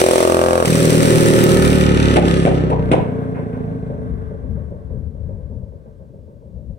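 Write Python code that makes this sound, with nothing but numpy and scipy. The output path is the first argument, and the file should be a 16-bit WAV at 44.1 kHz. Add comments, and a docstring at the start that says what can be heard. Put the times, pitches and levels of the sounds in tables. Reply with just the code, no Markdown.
"""A small single-cylinder bike with an open pipe passes close by on a canyon road and rolls away.
Under throttle each firing pulse makes the pipe bark; the throttle shuts with a spit of the intake.
It coasts past: suction pulses chug in the pipe, valves and teeth rattle the case, a sharp tick sounds.
Unburnt fuel backfires four times with cracks, rasp and roar that the rocks throw back.
Soft lone firings then putter on far off, while low-frequency gusts buffet the left microphone."""
import sys
import numpy as np
from scipy import signal
from scipy.fft import rfft, irfft, next_fast_len
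from scipy.io import wavfile

SR = 44100
rng = np.random.default_rng(int(sys.argv[2]) if len(sys.argv) > 2 else 0)


def pcm_store(signal):
    """Save signal as 16-bit PCM."""
    levels = np.round(np.clip(np.atleast_2d(signal), -1, 1) * 32767)
    wavfile.write(sys.argv[1], SR, levels.astype(np.int16).T)


N = 298998
TIME = np.arange(N) / SR
SIZE = next_fast_len(N + SR, real=True)
HZ = np.maximum(np.arange(SIZE // 2 + 1) * SR / SIZE, 1)

# All levels are relative: further gains follow in the functions.
# engine speed, near steady then running down: t/s, rate/cycles per s
SPEED = [(0, 42.35), (.58, 43.05), (.68, 40.3), (1.45, 38.54), (2.05, 36.1), (2.5, 32.92), (3.3, 29.2),
         (4.3, 24.06), (6.78, 21)]
# effort under throttle: t/s, bark level/dB, hiss level/dB
DRIVE = [(.17, -10, -21), (.36, -20, -32.5), (.62, -19, -35.5)]
# backfires: t/s, crack level/dB, roar level/dB, rasp level/dB, hot pipe f/Hz
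BACKFIRES = [(2.159, -8, -12.5, -24.5, 800), (2.4522, -4, -14.5, -29, 800),
             (2.703, -17.5, -20.5, -44, 1030), (2.9152, -6, -14, -25.5, 920)]
# last pocket of fuel after the big bang: t/s, level/dB
AFTER_THUMPS = [(2.9815, -5)]
# lone far firings as the engine falls to idle: t/s, level/dB
PUTTS = [(3.893, -27), (4.3, -31), (4.431, -40), (4.563, -36), (4.703, -33.5), (4.898, -35), (5.145, -39),
         (5.286, -34.5), (5.384, -46), (5.497, -37), (5.61, -43.5)]
# gust peaks: t/s, level/dB
GUSTS = [(4.118, -21.5), (4.3, -35), (4.529, -16.5), (4.98, -19.5), (5.268, -19.5), (5.55, -23.5),
         (6.15, -44), (6.559, -28), (6.731, -23)]
# rock echo against direct sound: t/s, level/dB
ROCK_ECHO = [(0, -9.5), (1.2, -6.5), (3.7, -7), (4.4, 0.5)]
# far rock faces answering the backfires: delay/s, level/dB
FAR_ECHOES = [(.1, -15), (.3, -21), (.42, -13), (.6, -19)]
# radiation of each part: facing t/s, level/dB, loss per distance doubling/dB, loss behind rock/dB
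CHUG_BEAM = (1.5, -13.5, 9.5, 21)
RING_BEAM = (1.38, -11.5, 13, 11.5)
CLATTER_BEAM = (1.78, -19.5, 12.5, 12)
HISS_BEAM = (1.11, -25, 10.5, 2)
# pipe modes under throttle, upper and deepest: f/Hz, width/Hz, level/dB
BARK_MODES = [(495, 56, 6.5), (578, 28, -2)]
BARK_DEEP_MODE = [(373, 35, 6.8)]
# engine case and pipe wall modes: f/Hz, width/Hz, level/dB
CLATTER_MODES = [(838, 173, 13.5), (1284, 100, 20), (1470, 110, 12.5), (1746, 100, 16.5), (1950, 42, 5.5),
                 (2430, 350, 3.5), (2910, 220, 8), (3240, 210, -10)]
# pipe wall buzz mode: f/Hz, width/Hz, level/dB
BUZZ_MODES = [(2420, 370, 0)]
# spectrum of the firing crack under load: f/Hz, level/dB
BARK_CRACK = [(80, -14.5), (220, 3), (580, 0.5), (780, -9.5), (1130, 2), (1450, -2.5), (1950, -11.5),
              (2850, -34), (6000, -43)]
# spectra of the coasting chug, near and far: f/Hz, level/dB
CHUG_NEAR = [(30, -20), (70, -12), (110, -2), (155, 1.5), (215, -7), (330, -2.5), (480, -3), (750, -37),
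             (1500, -56.5)]
CHUG_FAR = [(35, -40.5), (75, -14), (115, 4.5), (165, 2), (210, -2.5), (265, -0.5), (310, -26),
            (430, -23.5), (620, -17), (740, -21.5), (800, -30.5), (1500, -54)]
# spectrum of the coasting pipe ring: f/Hz, level/dB
PIPE_RING = [(150, -32.5), (300, -30), (385, 11.5), (450, 3.5), (560, 3.5), (680, -17), (900, -18),
             (2000, -72)]
# spectrum of the clatter from behind: f/Hz, level/dB
FAR_CLATTER = [(700, -7), (1100, 5.5), (1300, -6), (1550, 4.5), (1750, -6), (2150, -10.5), (2600, -25.5),
               (3300, -17.5), (4500, -45), (7000, -37.5), (9000, -33.5)]
# spectrum of chain and tyre hiss: f/Hz, level/dB
HISS = [(2000, 2), (3300, -0.5), (4500, -2.5), (5800, -0.5), (7100, -6), (8400, 2.5), (9600, 1.5),
        (10700, -16), (12000, -8.5), (15500, -14)]
# spectrum of the sharp bright tick: f/Hz, level/dB
TICK = [(2000, -18), (7000, -3), (16000, 0)]
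# spectra of backfire crack, roar and rasp: f/Hz, level/dB
CRACK = [(40, -21.5), (120, 2.5), (300, 1), (550, -6.5), (1000, -17), (3000, -25), (5000, -67.5),
         (9000, -33.5), (11500, -69.5)]
ROAR = [(80, -14), (250, 3.5), (550, 18), (900, 1), (1400, -16), (3000, -24.5), (4500, -41.5), (11000, -65)]
POP_RASP = [(500, -26), (1200, 1), (2100, 0.5), (3200, -4.5), (4500, -19.5), (7200, -23.5), (9500, -14),
            (11000, -52)]
# spectrum of the lone firings: f/Hz, level/dB
PUTT = [(60, 2.5), (200, 10.5), (310, -6), (430, 3), (580, 7), (740, -17), (950, -8.5), (1300, -33.5),
        (2200, -46), (4000, -67)]
# spectrum of the far rock faces: f/Hz, level/dB
FAR_ECHO_COLOUR = [(300, -6.5), (900, -9.5), (1600, 1), (2300, -4), (2800, -10.5), (4500, -22)]
# spectra of wind buffet and still air: f/Hz, level/dB
WIND = [(20, -25.5), (45, -1), (70, 5), (120, -2), (220, -11), (330, -27.5), (700, -42.5), (2000, -80)]
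AIR = [(30, -15.5), (150, 2.5), (550, -0.5), (800, -35), (4000, -35), (15000, -44)]
# lead of the left microphone: f/Hz, phase/rad
PORT_PHASE = [(40, 0), (200, .45), (620, .8), (950, 2.8), (1720, 4.2), (2500, 6.3), (3450, 11), (16000, 51)]

# wind
GUST_RISE_S, GUST_FALL_S = 0.052, 0.075
BREEZE_RISES_S, BREEZE_RISE_TAKES_S = 3, 0.71
BREEZE_DB, BREEZE_FADE_DB_PER_S, BREEZE_DROPS_S = -30.5, 6, 4.98
# canyon; bangs carry to farther rocks and ring longer
CANYON_T60_S, CANYON_DULL_HZ = 0.41, 2967
BANG_ECHO_DB, BANG_T60_S, BANG_DULL_HZ = -5.5, 0.43, 3580
# time to cover the closest distance; later a rock shoulder hides the bike
PASS_WIDTH_S, HIDDEN_FROM_S, HIDING_TAKES_S = 0.86, 3.9, 1.77
# rider and frame screen the hiss from behind
HISS_SCREEN_DB, SCREEN_FROM_S, SCREEN_TAKES_S = 21, 2.5, 0.17
TICK_S, TICK_DB = 1.439, -10
# lone firings settle into an even beat
IDLE_FROM_S, IDLE_PERIOD_S, IDLE_DB = 5.715, .14, -43.5
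# engine
THROTTLE_SHUT_S, FIRST_CYCLE = .655, .262
DRIVE_CHUG_DB, DRIVE_CLATTER_DB = -31, -47.5
# intake spit as the throttle snaps shut
SNAP_DB, SNAP_FALL_S = -23, 0.0062
TOP_DULLS_S, TOP_DULLING_TAKES_S = 1.8, 0.1
SPIT_IN_HISS, CLACK_IN_HISS = 2.8, 3.8
BUZZ_DB, BUZZ_FACING_S, BUZZ_WIDTH_S, BUZZ_FALL_S = -32.5, 1.83, 0.24, .0035
SPIT_IN_RATTLE, CLACK_IN_RATTLE, VALVE_KNOCK, TEETH_SHARE = 2.9, 6.5, 5.3, 1.15
ROAD_DULL_HZ = 2300
# moving air makes the far clatter flutter
FLUTTER_DB, FLUTTER_PER_S = 2.5, 14
# treble dip after each backfire
HUSH_DB, HUSH_AFTER_S, HUSH_WIDTH_S = 8, 0.061, 0.025
# backfires
BURN_PEAK_S, BURN_WIDTH_S, BURN_TAIL, BURN_TAIL_S, PIPE_TONE = 0.025, .016, 0.2, 0.055, 0.95
THUMP_DULL_HZ, COOL_PIPE_HZ = 700, 500
PIPE_RETURN_S = .0077
# boom at twice the firing rate
BOOM_FROM_S, BOOM_UNTIL_S, BOOM_EDGE_S = 1.48, 3.07, 0.1347
BOOM_DB, BOOM_SAG_DB_PER_S, BOOM_OFF_AXIS_DB, BOOM_LEAD_RAD = -15.5, 8.5, -30, .5
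# bark
DEEP_EASES_DB, DEEP_EASES_S = 10.5, 0.36
BARK_CRACK_DB, CRACK_SWING_HZ = -23, 1100
BARK_UNEVEN_DB, BARK_UNEVEN_PER_S = 1.4, 30
# rock face answering the bark as the bike draws nearer
FACE_DB, FACE_FROM_S, FACE_TAKES_S, FACE_DULL_HZ = -9.5, .2, .2, 700
FACE_DELAY_S, FACE_CLOSES_S_PER_S = .0143, .0018
# pulses and wake; the lowest pipe mode drones between chugs
WAKE_STEADY, WAKE_FALL_S, WAKE_DB, PULSE_TOP_HZ, CLEAN_BELOW_HZ = 0.85, 0.0023, -31, 3060, 190
DRONE_HZ, DRONE_WIDTH_HZ, DRONE_DB = 168.3, 28, -4.5
# rocks draw far chugs out, higher tones arriving later
FAR_SMEAR_S_PER_HZ = .000012
# gain control on mean power
LIMIT_DB, LIMIT_WINDOW_S, LIMIT_RELEASE_DB_PER_S = -9.5, 0.0064, 89


def from_db(db):
    """Decibels to gain."""
    return 10 ** (np.asarray(db) / 20)


def rms_one(x):
    """Scale to unit power."""
    return x / np.sqrt(np.mean(x ** 2) + 1e-20)


def in_time(rows):
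    """Each column of a curve at every sample."""
    s, *columns = np.transpose(rows)
    return [np.interp(TIME, s, c) for c in columns]


def ramp(start_s, length_s):
    """Rise from 0 to 1 over `length_s`."""
    return np.clip((TIME - start_s) / length_s, 0, 1)


def filtered(x, response):
    """Apply a frequency response."""
    return irfft(rfft(x, SIZE) * response, SIZE)[..., :N]


def colour(points):
    """Causal (minimum-phase) response with the given spectrum."""
    hz, db = np.transpose(points)
    log_gain = np.log(from_db(np.interp(np.log(HZ), np.log(hz), db)))
    cepstrum = irfft(log_gain, SIZE)
    cepstrum[1:SIZE // 2] *= 2
    cepstrum[SIZE // 2 + 1:] = 0
    return np.exp(rfft(cepstrum))


def resonances(modes):
    """Response of damped modes side by side."""
    return sum(from_db(db) / (1 + 1j * (HZ ** 2 - hz ** 2) / (HZ * width)) for hz, width, db in modes)


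def low_pass(hz):
    """First-order low-pass response."""
    return 1 / (1 + 1j * HZ / hz)


def without_bass(x):
    """Turbulence leaves the lowest firing orders clean: second-order high-pass."""
    return filtered(x, (1j * HZ / (CLEAN_BELOW_HZ + 1j * HZ)) ** 2)


def delayed(x, delay_s):
    """Both channels under a time-varying delay."""
    return np.array([np.interp(TIME - delay_s, TIME, side) for side in x])


def drift(rate_hz):
    """Smooth random curve around 0, spread about 1."""
    return np.interp(TIME * rate_hz, np.arange(N // 20), rng.standard_normal(N // 20))


def stereo_noise(apart):
    """White noise, partly shared by the two channels."""
    return rms_one(rng.standard_normal(N) + apart * rng.standard_normal((2, N)))


def puff(age_s, rise_s, decay_s):
    """Envelope that swells and dies away."""
    age_s = np.maximum(age_s, 0)
    return (1 - np.exp(-(age_s / rise_s) ** 2)) * np.exp(-age_s / decay_s)


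def strokes(turns, speed, delay_s, uneven_db):
    """Once a cycle, `delay_s` after its start: a click, the time since then, that cycle's strength."""
    late = turns - delay_s * speed + 2
    cycle = late.astype(int)
    strength = from_db(uneven_db * rng.standard_normal(N // 100))[cycle]
    clicks = np.diff(cycle, prepend=cycle[0]) * strength
    return clicks, late % 1 / speed, strength


def passing(beam):
    """Level in dB of one part as it comes near, draws away and goes behind the rock."""
    facing_s, level_db, doubling_db, hidden_db = beam
    distance = np.hypot(1, (TIME - facing_s) / PASS_WIDTH_S)
    return level_db - doubling_db * np.log2(distance) - hidden_db * ramp(HIDDEN_FROM_S, HIDING_TAKES_S)


def loudness(throttle):
    """Chug, ring, clatter and hiss in dB: by effort under throttle, by distance when coasting."""
    bark_db, spit_db = in_time(DRIVE)
    driven = DRIVE_CHUG_DB, bark_db, DRIVE_CLATTER_DB, spit_db
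    screen_db = HISS_SCREEN_DB * ramp(SCREEN_FROM_S, SCREEN_TAKES_S)
    coasting = passing(CHUG_BEAM), passing(RING_BEAM), passing(CLATTER_BEAM), passing(HISS_BEAM) - screen_db
    return [throttle * on + (1 - throttle) * off for on, off in zip(driven, coasting)]


def wind():
    """Low noise gusts rise quickly out of a light breeze, strongest on the left; still air lies below."""
    gusts = sum(
        from_db(db) * np.exp(-np.maximum((s - TIME) / GUST_RISE_S, (TIME - s) / GUST_FALL_S))
        for s, db in GUSTS)
    breeze = from_db(BREEZE_DB - BREEZE_FADE_DB_PER_S * np.maximum(TIME - BREEZE_DROPS_S, 0))
    breeze = breeze * ramp(BREEZE_RISES_S, BREEZE_RISE_TAKES_S)
    buffet = rms_one(filtered(stereo_noise(apart=0.11), colour(WIND))) * from_db([[-.5], [-13]])
    buffet *= np.clip((TIME[-1] - TIME) * 20, 0, 1)   # fades out over the last 0.05 s
    air = rms_one(filtered(stereo_noise(apart=0.65), colour(AIR)))
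    return (gusts + breeze) * buffet + from_db(-52.0) * air


def far_echoes(x):
    """Separate thin, late echoes from across the canyon."""
    delays = sum(from_db(db) * np.exp(-2j * np.pi * HZ * s) for s, db in FAR_ECHOES)
    return filtered(x, delays * colour(FAR_ECHO_COLOUR))


def canyon(x, t60_s, dull_hz):
    """Scattered dull echoes from the rock faces, partly shared by the channels."""
    sparse = (rng.random(N) < 700 / SR) * (TIME > .01)   # 700 per s, after 10 ms
    echoes = stereo_noise(apart=2.5) * sparse * from_db(-60 * np.minimum(TIME / t60_s, 3))
    echoes /= np.sqrt(np.sum(echoes ** 2, axis=1, keepdims=True))
    return filtered(x, rfft(echoes, SIZE) * low_pass(dull_hz))


def tick():
    """A sharp bright tick, a millisecond burst of noise."""
    burst = from_db(TICK_DB) * puff(TIME - TICK_S, rise_s=0.00025, decay_s=0.0015)
    return burst * rms_one(filtered(stereo_noise(apart=0.797), colour(TICK)))


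def putts():
    """At idle the engine catches only every few cycles; the rocks smear each firing into a soft puff."""
    idle = [(s, IDLE_DB) for s in np.arange(IDLE_FROM_S, TIME[-1], IDLE_PERIOD_S)]
    firings = list(PUTTS) + idle
    swell = sum(from_db(db) * puff(TIME - s, rise_s=0.0041, decay_s=0.093) for s, db in firings)
    return from_db(-2.0) * swell * rms_one(filtered(stereo_noise(apart=0.47), colour(PUTT)))


def chain_hiss(spit, clack):
    """Chain and tyre noise, strengthened by gas spits and valve clacks."""
    strokes_gain = 1 + SPIT_IN_HISS * spit + CLACK_IN_HISS * clack
    hiss = stereo_noise(apart=1.0) * from_db(1.5 * drift(300)) * strokes_gain
    hiss = rms_one(filtered(hiss, colour(HISS)))
    # the hiss is duller from here on, most of all above 10 kHz
    dulling = filtered(hiss, colour([(9700, -6.5), (11000, -22.5)]) - 1)
    return hiss + ramp(TOP_DULLS_S, TOP_DULLING_TAKES_S) * dulling


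def pipe_buzz(teeth, valve_age_s, valve_strength):
    """The pipe wall buzzes briefly after each valve stroke, heard as the bike draws level."""
    drive = teeth * valve_strength * puff(valve_age_s, rise_s=.0005, decay_s=BUZZ_FALL_S)
    buzz = rms_one(filtered(drive, resonances(BUZZ_MODES) * low_pass(4000)))
    facing = np.exp(-((TIME - BUZZ_FACING_S) / BUZZ_WIDTH_S) ** 2)
    return buzz * from_db(BUZZ_DB) * facing


def case_clatter(teeth, spit, clack, knocks, away):
    """Noise, gear teeth and valve knocks shake the modes of case and pipe wall; the road reflects them."""
    rattle = stereo_noise(apart=1.2) * from_db(1.5 * drift(250)) + TEETH_SHARE * teeth
    rattle = rattle * (1 + SPIT_IN_RATTLE * spit + CLACK_IN_RATTLE * clack)
    near = rms_one(filtered(rattle + knocks, resonances(CLATTER_MODES) * low_pass(6000)))
    # road bounce lags most at the closest point and sweeps a comb through the rasp
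    lag_s = 0.002182 / np.hypot(1, (TIME - 1.5) / 1.3)
    bounce = filtered(near, 1 / (1 + (HZ / ROAD_DULL_HZ) ** 4))
    near = rms_one(near + .5 * delayed(bounce, lag_s))
    # dull from behind and far off
    far = 0.41 * rms_one(filtered(rattle, colour(FAR_CLATTER)))
    clatter = (1 - away) * near + away * far
    return clatter * from_db(away * FLUTTER_DB * drift(FLUTTER_PER_S))


def hush():
    """Gain of the treble, which dips briefly after each backfire."""
    dips = sum(np.exp(-((TIME - s - HUSH_AFTER_S) / HUSH_WIDTH_S) ** 2) for s, *_ in BACKFIRES)
    return from_db(-HUSH_DB * dips)


def mechanics(turns, speed, throttle, clatter_db, hiss_db):
    """Gas spits at each firing; when coasting a valve clacks instead. Chain and tyres hiss throughout."""
    away = ramp(2.295, 0.52)
    _, fire_age_s, fire_strength = strokes(turns, speed, delay_s=-0.0033, uneven_db=2)
    clicks, valve_age_s, valve_strength = strokes(turns, speed, delay_s=.0037, uneven_db=1.5)
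    valve = (1 - throttle) * (1 - .85 * away)
    spit = throttle * fire_strength * puff(fire_age_s, rise_s=0.0014, decay_s=0.0048)
    clack = valve * valve_strength * puff(valve_age_s, rise_s=.0004, decay_s=.0013)
    # teeth meet in the same uneven pattern every turn: fine lines in the rasp
    pattern = rms_one(irfft(np.exp(2j * np.pi * rng.random(401))))
    teeth = np.interp(turns % 1, np.linspace(0, 1, len(pattern)), pattern)
    clatter = case_clatter(teeth, spit, clack, VALVE_KNOCK * clicks * valve, away)
    hiss = chain_hiss(spit, clack)
    snap = from_db(SNAP_DB) * puff(TIME - THROTTLE_SHUT_S, rise_s=0.00079, decay_s=SNAP_FALL_S)
    treble = from_db(clatter_db - 5.5 - 4.6 * throttle) * clatter + (from_db(hiss_db) + snap) * hiss
    return pipe_buzz(teeth, valve_age_s, valve_strength) + hush() * treble


def backfires():
    """Unburnt fuel cracks off in the pipe, rasps and roars on; the pipe tone sinks as it cools."""
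    cracks, thumps, flame, rasp, tone = np.zeros((5, N))
    for s, crack_db, roar_db, rasp_db, hot_hz in BACKFIRES:
        age_s = np.maximum(TIME - s, 0)
        cracks[round(s * SR)] = from_db(crack_db)
        heat = np.exp(-((age_s - BURN_PEAK_S) / BURN_WIDTH_S) ** 2) * (age_s > 0)
        burn = from_db(roar_db) * (heat + BURN_TAIL * puff(age_s, rise_s=.002, decay_s=BURN_TAIL_S))
        flame += burn
        rasp += from_db(rasp_db) * (puff(age_s, rise_s=.0015, decay_s=.025) + .45 * heat)
        pitch_hz = COOL_PIPE_HZ + (hot_hz - COOL_PIPE_HZ) * np.exp(-((age_s - .022) / .016) ** 2)
        pitch_hz = pitch_hz * (1 + .04 * drift(260))
        tone += burn * np.sin(2 * np.pi * np.cumsum(pitch_hz) / SR)
    for s, thump_db in AFTER_THUMPS:
        thumps[round(s * SR)] = from_db(thump_db)
    # overpressure, then suction and its return along the pipe
    pipe_return = 1 + .7 * np.exp(-2j * np.pi * HZ * PIPE_RETURN_S)
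    shock = 1 - 1.3 * np.exp(-2j * np.pi * HZ * .0013) * pipe_return
    body = 45 * colour(CRACK)
    crack = filtered(cracks, body * shock) - filtered(thumps, body * low_pass(THUMP_DULL_HZ) ** 2)
    roar = flame * rms_one(filtered(stereo_noise(apart=1.0), colour(ROAR)))
    rough_noise = stereo_noise(apart=1.0) * from_db(4 * drift(350))
    rasp = rasp * rms_one(filtered(rough_noise, colour(POP_RASP)))
    return crack + roar + rasp + PIPE_TONE * tone


def boom(turns):
    """Twice the firing rate: swells as the pipe's mouth swings round, sags, fades in a seventh of a second."""
    facing = ramp(BOOM_FROM_S, BOOM_EDGE_S)
    on_axis_db = BOOM_DB - BOOM_SAG_DB_PER_S * (TIME - BOOM_FROM_S)
    gain = from_db(facing * on_axis_db + (1 - facing) * BOOM_OFF_AXIS_DB)
    gain = gain * (1 - ramp(BOOM_UNTIL_S - BOOM_EDGE_S, BOOM_EDGE_S))
    return -gain * np.cos(4 * np.pi * turns + BOOM_LEAD_RAD)


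def barking(clicks, pulses, growl_db):
    """Each loaded firing cracks and sets the pipe growling; a rock face answers between the firings."""
    # deepest resonance eases as the engine unloads
    deep = from_db(-DEEP_EASES_DB * ramp(DEEP_EASES_S, 0.18)) * filtered(pulses, resonances(BARK_DEEP_MODE))
    growl = rms_one(filtered(deep + filtered(pulses, resonances(BARK_MODES)), low_pass(1500)))
    growl = from_db(growl_db) * growl
    # a short push, then a deep suck
    swing = (CRACK_SWING_HZ - 1j * HZ) / (CRACK_SWING_HZ + 1j * HZ)
    crack = from_db(BARK_CRACK_DB) * rms_one(filtered(-clicks, colour(BARK_CRACK) * swing))
    # no two firings burn alike
    bark = growl * from_db(BARK_UNEVEN_DB * drift(BARK_UNEVEN_PER_S)) + crack
    back = filtered(bark, low_pass(FACE_DULL_HZ))
    answer = from_db(FACE_DB) * ramp(FACE_FROM_S, FACE_TAKES_S)
    echo = answer * delayed(back, FACE_DELAY_S - FACE_CLOSES_S_PER_S * TIME)
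    return (bark + echo) / np.hypot(1, answer)


def chugging(pulses, throttle, chug_db, ring_db):
    """Suction pulses excite the pipe; from far behind the bass thins and one resonance stands alone."""
    # the pulse runs down the pipe and comes back once
    pipe_echo = 1 + .55 * np.exp(-2j * np.pi * HZ * PIPE_RETURN_S)
    chug = from_db(chug_db - 2.0) * rms_one(filtered(pulses, colour(CHUG_NEAR) * pipe_echo))
    ring = from_db(ring_db - 3.5) * rms_one(filtered(pulses, colour(PIPE_RING) * pipe_echo))
    drone_mode = resonances([(DRONE_HZ, DRONE_WIDTH_HZ, 0)])
    drone = from_db(chug_db + DRONE_DB) * rms_one(filtered(pulses, drone_mode))
    smear = np.exp(-1j * np.pi * FAR_SMEAR_S_PER_HZ * HZ ** 2)
    far_chug = from_db(chug_db - 0.4) * rms_one(filtered(pulses, colour(CHUG_FAR) * smear))
    far_mode = resonances([(437.7, 30, 6.5)]) * low_pass(1200)
    far_ring = from_db(ring_db - 3.5) * rms_one(filtered(pulses, far_mode))
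    away = ramp(2.55, .5)
    near = chug + (1 - throttle) * (ring + drone)
    return np.sqrt(1 - away) * near + np.sqrt(away) * (far_chug + far_ring)


def exhaust(turns, speed, throttle, chug_db, ring_db):
    """A pressure pulse a cycle with a turbulent wake: a bark under load, a hollow suck when coasting."""
    clicks, age_s, strength = strokes(turns, speed, delay_s=-.0011, uneven_db=.7)
    flow = WAKE_STEADY * (1 - throttle / 2) + puff(age_s, rise_s=0.0013, decay_s=WAKE_FALL_S)
    wake = stereo_noise(apart=0.86) * strength * flow
    pulses = filtered(from_db(WAKE_DB) * without_bass(wake) - clicks, low_pass(PULSE_TOP_HZ) ** 2)
    bark = barking(clicks, pulses, ring_db)
    return throttle * bark + chugging(pulses, throttle, chug_db, ring_db) + boom(turns)


def scene():
    """The bike, its echoes, a tick and the wind."""
    speed, = in_time(SPEED)
    turns = FIRST_CYCLE + np.cumsum(speed) / SR
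    throttle = np.clip((THROTTLE_SHUT_S - TIME) / 0.054 + .5, 0, 1)
    chug_db, ring_db, clatter_db, hiss_db = loudness(throttle)
    engine = exhaust(turns, speed, throttle, chug_db, ring_db)
    engine = engine + mechanics(turns, speed, throttle, clatter_db, hiss_db)
    wet = from_db(in_time(ROCK_ECHO)[0])
    engine /= np.hypot(1, wet)
    pops = backfires()
    echoes = canyon(wet * engine, CANYON_T60_S, CANYON_DULL_HZ)
    echoes = echoes + from_db(BANG_ECHO_DB) * canyon(pops, BANG_T60_S, BANG_DULL_HZ)
    late = far_echoes(canyon(pops, CANYON_T60_S, BANG_DULL_HZ))
    left, right = engine + pops + putts() + tick() + echoes + late
    right = filtered(right, np.exp(-1j * np.interp(HZ, *np.transpose(PORT_PHASE))))
    return from_db(3.0) * np.array([left, right]) + wind()


def limited(x):
    """Gain control: ducks on loud bursts and recovers at a steady rate."""
    keep = np.exp(-1 / (LIMIT_WINDOW_S * SR))
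    power = signal.lfilter([1 - keep], [1, -keep], np.mean(x ** 2, axis=0))
    over_db = np.maximum(10 * np.log10(power + 1e-12) - LIMIT_DB, 0)
    release_db = LIMIT_RELEASE_DB_PER_S * TIME
    return x * from_db(release_db - np.maximum.accumulate(over_db + release_db))


def record(dry):
    """Loud bursts are turned down, the highest peaks are rounded off and the top is cut."""
    x = limited(dry)
    rounded = x / (1 + (x / 1.05) ** 6) ** (1 / 6)
    top_cut = signal.cheby2(16, 70, 16600, fs=SR, output="sos")   # 70 dB down from 16600 Hz
    return signal.sosfilt(top_cut, rounded)


dry = scene()
out = record(dry)
pcm_store(out)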